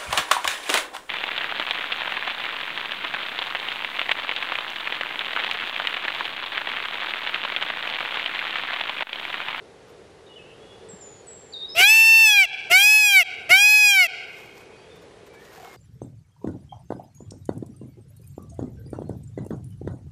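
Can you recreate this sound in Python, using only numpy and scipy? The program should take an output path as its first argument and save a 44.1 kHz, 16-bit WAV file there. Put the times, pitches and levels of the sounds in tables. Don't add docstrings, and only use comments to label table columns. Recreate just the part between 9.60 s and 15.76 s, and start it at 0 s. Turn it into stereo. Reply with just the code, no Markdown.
import sys
import numpy as np
from scipy import signal
from scipy.fft import rfft, irfft
from scipy.io import wavfile
from scipy.ndimage import uniform_filter1d

SR = 44100
rng = np.random.default_rng(int(sys.argv[2]) if len(sys.argv) > 2 else 0)


def rack_gain(trim_db):
    fader = np.asarray(trim_db, float)
    return 10 ** (fader / 20)


def pcm_store(signal):
    levels = np.round(np.clip(np.atleast_2d(signal), -1, 1) * 32767)
    wavfile.write(sys.argv[1], SR, levels.astype(np.int16).T)


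N = 271832

# time in seconds, effort in dB, pitch in Hz.
CALLS = [
    [(2.146, -36.5, 626), (2.195, -9.5, 712), (2.283, -2.5, 850.6), (2.36, -0.5, 889), (2.62, 5, 892.6),
     (2.69, 5, 851.4), (2.79, 0.5, 790), (2.835, -1.5, 736.5), (2.86, -12.5, 641)],
    [(3.096, -36, 645), (3.116, -10, 689.6), (3.17, -5.5, 763), (3.225, -3, 814), (3.36, 0, 854.7),
     (3.5, -1.5, 808.4), (3.56, -0.5, 768), (3.612, -0.5, 699.5), (3.634, -13.5, 630)],
    [(3.89, -27, 626), (3.912, -9, 700), (3.96, -4.5, 769.7), (4.04, -2, 829), (4.17, 1.1, 843.3),
     (4.29, 1.7, 817), (4.38, -1.2, 758), (4.445, -1.5, 691.7), (4.472, -14, 633)],
]
# windpipe shortening as a factor, rasp held in seconds,
# side tones' start in seconds, side tones' end in seconds, edge in dB per octave above 4 kHz.
VOICINGS = [
    (1.038, .068, .15, .255, -3),
    (0.9997, .02, .085, .105, -1.5),
    (0.99, .012, .02, .03, -3),
]


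def peafowl():
    fowl = np.zeros(N)
    for rows, voicing in zip(CALLS, VOICINGS):
        add(fowl, *cry(rows, *voicing))
    return fowl


def cry(rows, neck, rasp_s, side_s, side_end_s, edge_db):
    times, efforts, pitches = np.transpose(rows)
    t = np.arange(times[0], times[-1], 1 / SR)
    since, left = t - t[0], t[-1] - t
    effort_db = np.interp(t, times, efforts)
    hz = eased(t, times, pitches) * (1 + .0005 * drift(len(t), .008))
    turn = 2 * np.pi * np.cumsum(hz) / SR

    rasp_db = np.maximum(ramp(since - rasp_s, -14, -56, 600), ramp(left, -24, -56, 300))
    away = np.minimum.reduce([since - rasp_s, left, np.maximum(side_s - since, since - side_end_s)])
    second_db = ramp(away, -24, -50, 330)

    second_rate = 0.32
    whole = np.arange(1, 25)
    k = np.concatenate([whole, whole[:17] + second_rate, whole[:17] + 1 - second_rate])[:, None]
    every = slice(None, None, 64)
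    f = k * hz[every]

    chest_db = -3.5 + (3 - 0.49 * effort_db) * np.exp(-since / 0.11)
    tone_db = chest_db[every] * (k < 2.2) + edge_db * np.log2(np.maximum(f / 4000, 1))
    tone_db = tone_db - 4 * np.exp(-left[every] / 0.049) * (k > 4.5)
    flutter_db = .65 * np.log2(k) * np.array([drift(f.shape[1], .03 / 64) for _ in k])
    side_tilt_db = 4.5 * np.log2(np.maximum(k / 3, 1))
    side_db = (k % 1 > 0) * (second_db[every] + 2 * flutter_db + side_tilt_db)
    sizes = pipe(f / neck) * rack_gain(tone_db + flutter_db + side_db) * (f < 16500)
    loaded = .9
    sizes /= np.sqrt((sizes ** 2).sum(0) / 2) ** (1 - loaded)

    bent = turn + (.2 * rack_gain(second_db) + .7 * rack_gain(rasp_db)) * drift(len(t), .0015)
    stack = np.zeros(len(t))
    for number, size, start in zip(k[:, 0], sizes, rng.uniform(0, 2 * np.pi, len(k))):
        stack += np.interp(t, t[every], size) * np.cos(number * bent + start)

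    cycle = turn / (2 * np.pi) % 1
    puffs = (1.4 + np.exp(-cycle / 0.98)) * rng.standard_normal(len(t))
    rasp = evened(coloured(puffs, lambda f: pipe(f / neck) ** .7))
    voice = stack + rack_gain(rasp_db + 3) * rasp
    return t[0], rack_gain(effort_db) * voice * signal.windows.tukey(len(t), .02)


# centre in Hz, width in Hz, level in dB.
RESONANCES = [(668, 225, -12.5), (1519, 201, -8), (2247, 287, 3), (2611, 440, 0.5), (3214, 131, -5.5),
              (3828, 170, -12), (4452, 327, -13.5), (5045, 270, -12.5), (5696, 470, -15), (6515, 2100, -23),
              (7490, 315, -15), (8235, 190, -17), (9010, 630, -23.5), (10920, 1270, -20),
              (13570, 2500, -22)]


def pipe(hz):
    notch = rack_gain(-5 / (1 + (2 * (hz - 2410) / 110) ** 2))
    power = sum((rack_gain(db) / (1 + (2 * (hz - f) / w) ** 2)) ** 2 for f, w, db in RESONANCES)
    return notch * np.sqrt(power)


# frequency in Hz, level in dB.
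ASIDE = [(60, -3), (150, -3), (380, -6), (950, -38), (2380, -22), (5980, -14.5), (15000, -11.5)]


def scatter(x):
    taps = rng.standard_normal(1024) * np.exp(-np.arange(1024) / (0.028 * SR))
    taps = taps / np.linalg.norm(taps)
    taps = coloured(taps, lambda f: rack_gain(read(ASIDE, np.maximum(f, 950))))
    return signal.oaconvolve(x, taps)[:N] * np.array([[1], [-1]])


# frequency in Hz, time to fall 60 dB in seconds.
TREE_DECAY = [(500, .7), (1500, .9), (2500, .9), (4000, .8), (10000, .7)]
# frequency in Hz, level in dB.
LEAVES = [(400, 3), (800, 10), (1500, 5), (2200, -1), (2800, 3), (3800, 5), (5500, 0), (9000, -4),
          (15000, -18)]


def trees(x, first_s, bloom_s, slower):
    taps = np.zeros((2, 2 * SR))
    at = np.arange(0, 2 * SR - 20, 20) + rng.integers(0, 20, (2, 2 * SR // 20 - 1))
    np.put_along_axis(taps, at, rng.choice([-1., 1.], at.shape), 1)
    hz, t, z = signal.stft(taps * rack_gain(1.2 * drift(2 * SR, .015)), SR, nperseg=256)
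    rise = np.clip((t - first_s) / bloom_s, 0, 1)
    fall = rack_gain(-60 * t / (slower * read(TREE_DECAY, hz)[:, None]))
    tail = signal.istft(z * rise * fall, SR, nperseg=256)[1]
    tail = coloured(tail + 0.46 * tail[::-1], lambda f: rack_gain(read(LEAVES, f)))
    return signal.fftconvolve(x[None], tail / np.linalg.norm(tail[0]), axes=1)[:, :N]


def swayed(x):
    at = np.arange(N)
    return np.array([np.interp(at + 1.2 * drift(N, .03), at, channel) for channel in x])


# start in seconds, length in seconds,
# first pitch in Hz, end pitch in Hz, level in dB.
WHISTLES = [(.66, .03, 3750, 3700, -56.5), (.705, .06, 3500, 3380, -64), (.682, .07, 2950, 2840, -53.5),
            (.757, .032, 3080, 2760, -46.5), (.785, .05, 2600, 2590, -50), (.83, .12, 2600, 2880, -60),
            (.82, .17, 2920, 3300, -65), (.98, .23, 2860, 2900, -64.5), (.98, .2, 3340, 3410, -58.5),
            (1.17, .08, 3450, 3560, -67), (1.405, .045, 5500, 5200, -63), (1.42, .45, 4480, 4350, -76.5),
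            (1.922, 0.024, 4500, 4700, -46), (1.935, 0.112, 4700, 4630, -58),
            (2.015, 0.051, 3613, 3850, -32.5), (2.055, 0.092, 3850, 3720, -61),
            (2.08, .085, 5000, 5400, -41.5),
            (5.141, .13, 4600, 4690, -68), (5.2, .1, 3270, 3340, -66), (5.29, 0.052, 3670, 3470, -58.5),
                (5.68, 0.15, 2360, 2245, -59), (5.736, 0.117, 1625, 1900, -57),
                (5.86, 0.071, 1890, 1900, -59), (6.01, 0.18, 2210, 2094, -56)]
# start in seconds, length in seconds, first pitch in Hz, end pitch in Hz, level in dB.
SWOOPS = [
    (1.284, .13, 7630, 7260, -43),
    (1.402, 0.22, 7160, 6780, -43.5),
    (1.661, .29, 7860, 7170, -44),
    (1.932, .095, 3740, 3642, -30.5),
]


def songbirds():
    birds = np.zeros(N)
    for swoop, notes in enumerate([WHISTLES, SWOOPS]):
        for note in notes:
            add(birds, *whistle(*note, swoop))
    return birds


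def whistle(s, length, hz, end_hz, level_db, swoop):
    t = np.arange(0, length, 1 / SR)
    lead = swoop * np.exp(-t / .005)
    hz = (hz + (end_hz - hz) * t / length) * (1 + .24 * lead)
    level_db = level_db - 21 * lead - 16 * swoop * t / length
    tone = np.sin(2 * np.pi * np.cumsum(hz * (1 + .003 * drift(len(t), .003))) / SR)
    level = np.sqrt(2) * rack_gain(level_db + 1.5 * drift(len(t), .005))
    return s, level * tone * signal.windows.tukey(len(t), .5 - .4 * swoop)


# centre in seconds, level in dB, length in seconds.
SHAKES = [(0.298, -58, .04), (4.796, -50.5, 0.21), (4.987, -52, 0.085), (5.364, -56, 0.018),
          (5.424, -59, 0.025), (5.67, -53, 0.024), (5.745, -54, .025), (5.863, -52, 0.12),
          (5.944, -51.5, 0.052), (6.038, -48, 0.13), (6.147, -50.5, 0.096)]
# frequency in Hz, level in dB.
FEATHER = [(300, -12.5), (1000, 10), (3000, 1.5), (7000, -3), (11000, -12), (14000, -3.5), (15200, -37)]


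def feathers():
    t = np.arange(N) / SR
    shakes = sum(rack_gain(db) * np.exp(-(2 * (t - s) / length) ** 2) for s, db, length in SHAKES)
    return shakes * rack_gain(3.0 * drift(N, .002)) * shaped(FEATHER, patch_db=1.5, swell_db=.6)


# start in seconds, level in dB, frequency in Hz.
KNOCKS = [(1.333, -37, 183), (2.164, -42, 112), (2.2, -26, 394), (2.855, -41.5, 44.4), (3.105, -40, 123),
          (3.11, -31.5, 376), (3.9, -35, 130.6), (3.9, -29.5, 379), (4.46, -46, 47.8), (5.975, -41.5, 765),
          (6.0, -40, 742), (6.03, -37.5, 715), (6.05, -37, 748), (6.075, -40, 774)]


def knocks():
    out, t = np.zeros(N), np.arange(4000) / SR
    for s, db, hz in KNOCKS:
        u = t / (0.0041 + 0.037 / hz)
        add(out, s, rack_gain(db) * np.sin(2 * np.pi * hz * t) * u * np.exp(1 - u))
    return out


# frequency in Hz, density in dB per Hz.
HUM = [(15, -43), (25, -62), (92, -6), (281, -13), (433, -0.5), (573, -10.5), (840, -14), (1000, -17.5),
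       (1550, -20), (2050, -20.5), (2270, -22.5), (3680, -23.5), (11000, -37.5), (14300, -84),
       (22000, -120)]


def traffic():
    return rack_gain(-46.5) * shaped(HUM, patch_db=.6, swell_db=.6)


# frequency in Hz, correlation as a factor.
SAME = [(60, 0.514), (180, 0.17), (550, 0.57), (1650, 0.46), (4970, -0.11), (15000, 0.54)]
# frequency in Hz, left over right in dB.
LEAN = [(60, -2), (240, -4.5), (950, -2.5), (3770, 0.5), (15000, 0)]
# frequency in Hz, lead in radians.
LEAD = [(60, -0.4), (500, 0.35), (3000, -0.31), (15000, -1)]


def shaped(points, patch_db, swell_db):
    frames, hz = N // 256 + 5, np.fft.rfftfreq(1024, 1 / SR)
    a, b, c, d, patches = rng.standard_normal((frames, 513, 5)).T
    patches = evened(uniform_filter1d(uniform_filter1d(patches, 8, 0), 10, 1))
    swell = drift(frames * 256, 0.3)[::256]
    same = np.clip(read(SAME, hz), -1, 1)[:, None]
    left = a + 1j * b
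    right = same * left + np.sqrt(1 - same ** 2) * (c + 1j * d)
    right = right * np.exp(-1j * read(LEAD, hz))[:, None]
    lean = rack_gain(read(LEAN, hz)[:, None] / 2)
    level_db = read(points, hz)[:, None] + patch_db * patches + swell_db * swell
    z = np.array([left * lean, right / lean]) * rack_gain(level_db)
    return evened(signal.istft(z, nperseg=1024, noverlap=768)[1][:, :N])


def evened(x):
    return x / np.sqrt(np.mean(x ** 2) + 1e-20)


def drift(count, smooth_s):
    size = max(round(smooth_s * SR), 1)
    return evened(uniform_filter1d(uniform_filter1d(rng.standard_normal(count), size), size))


def eased(t, s, value):
    steps = np.diff(value) / np.diff(s)
    most = 3 * np.minimum(abs(np.r_[steps[0], steps]), abs(np.r_[steps, steps[-1]]))
    slope = np.clip(np.gradient(value, s), -most, most)
    k = np.clip(np.searchsorted(s, t) - 1, 0, len(s) - 2)
    span, rise = s[k + 1] - s[k], value[k + 1] - value[k]
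    u = (t - s[k]) / span
    bow = (1 - u) * (slope[k] * span - rise) - u * (slope[k + 1] * span - rise)
    return value[k] + u * rise + u * (1 - u) * bow


def ramp(t, top_db, floor_db, db_per_s):
    return np.maximum(top_db - db_per_s * np.maximum(t, 0), floor_db)


def read(points, hz):
    f, value = np.transpose(points)
    return np.interp(np.log(hz + 1), np.log(f + 1), value)


def coloured(x, gain):
    return irfft(rfft(x) * gain(np.fft.rfftfreq(x.shape[-1], 1 / SR)), x.shape[-1])


def add(mix, s, sound):
    part = mix[round(s * SR):][:len(sound)]
    part += sound[:len(part)]


def scene():
    fowl, birds = peafowl(), songbirds()
    near = fowl * rack_gain([[.15], [-.15]]) + scatter(fowl)
    echoes = rack_gain(-26.5) * trees(fowl, first_s=.012, bloom_s=.09, slower=.92)
    valley = rack_gain(-40.0) * trees(fowl, first_s=0.039, bloom_s=0.064, slower=2.44)
    grove = rack_gain(-7) * trees(birds, first_s=.003, bloom_s=.013, slower=.85)
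    aside = birds * rack_gain([[-1.2], [.3]])
    return near + swayed(echoes + valley) + grove + aside + traffic() + feathers() + knocks()


def band_limit(x):
    return signal.sosfilt(signal.butter(12, 15770, fs=SR, output="sos"), x)


def record(dry):
    power_db = 10 * np.log10(abs(uniform_filter1d((dry ** 2).mean(0), 600)) + 1e-12)
    hold = np.exp(-1 / (.1 * SR))
    duck_db = signal.lfilter([1 - hold], [1, -hold], 0.55 * np.maximum(power_db + 24.0, 0))
    edge = signal.firwin(511, 15720, window=("kaiser", 9), fs=SR)[None]
    mix = signal.oaconvolve(dry / rack_gain(duck_db), edge, "same")
    return band_limit(mix)


dry = scene()
out = record(dry)
pcm_store(out)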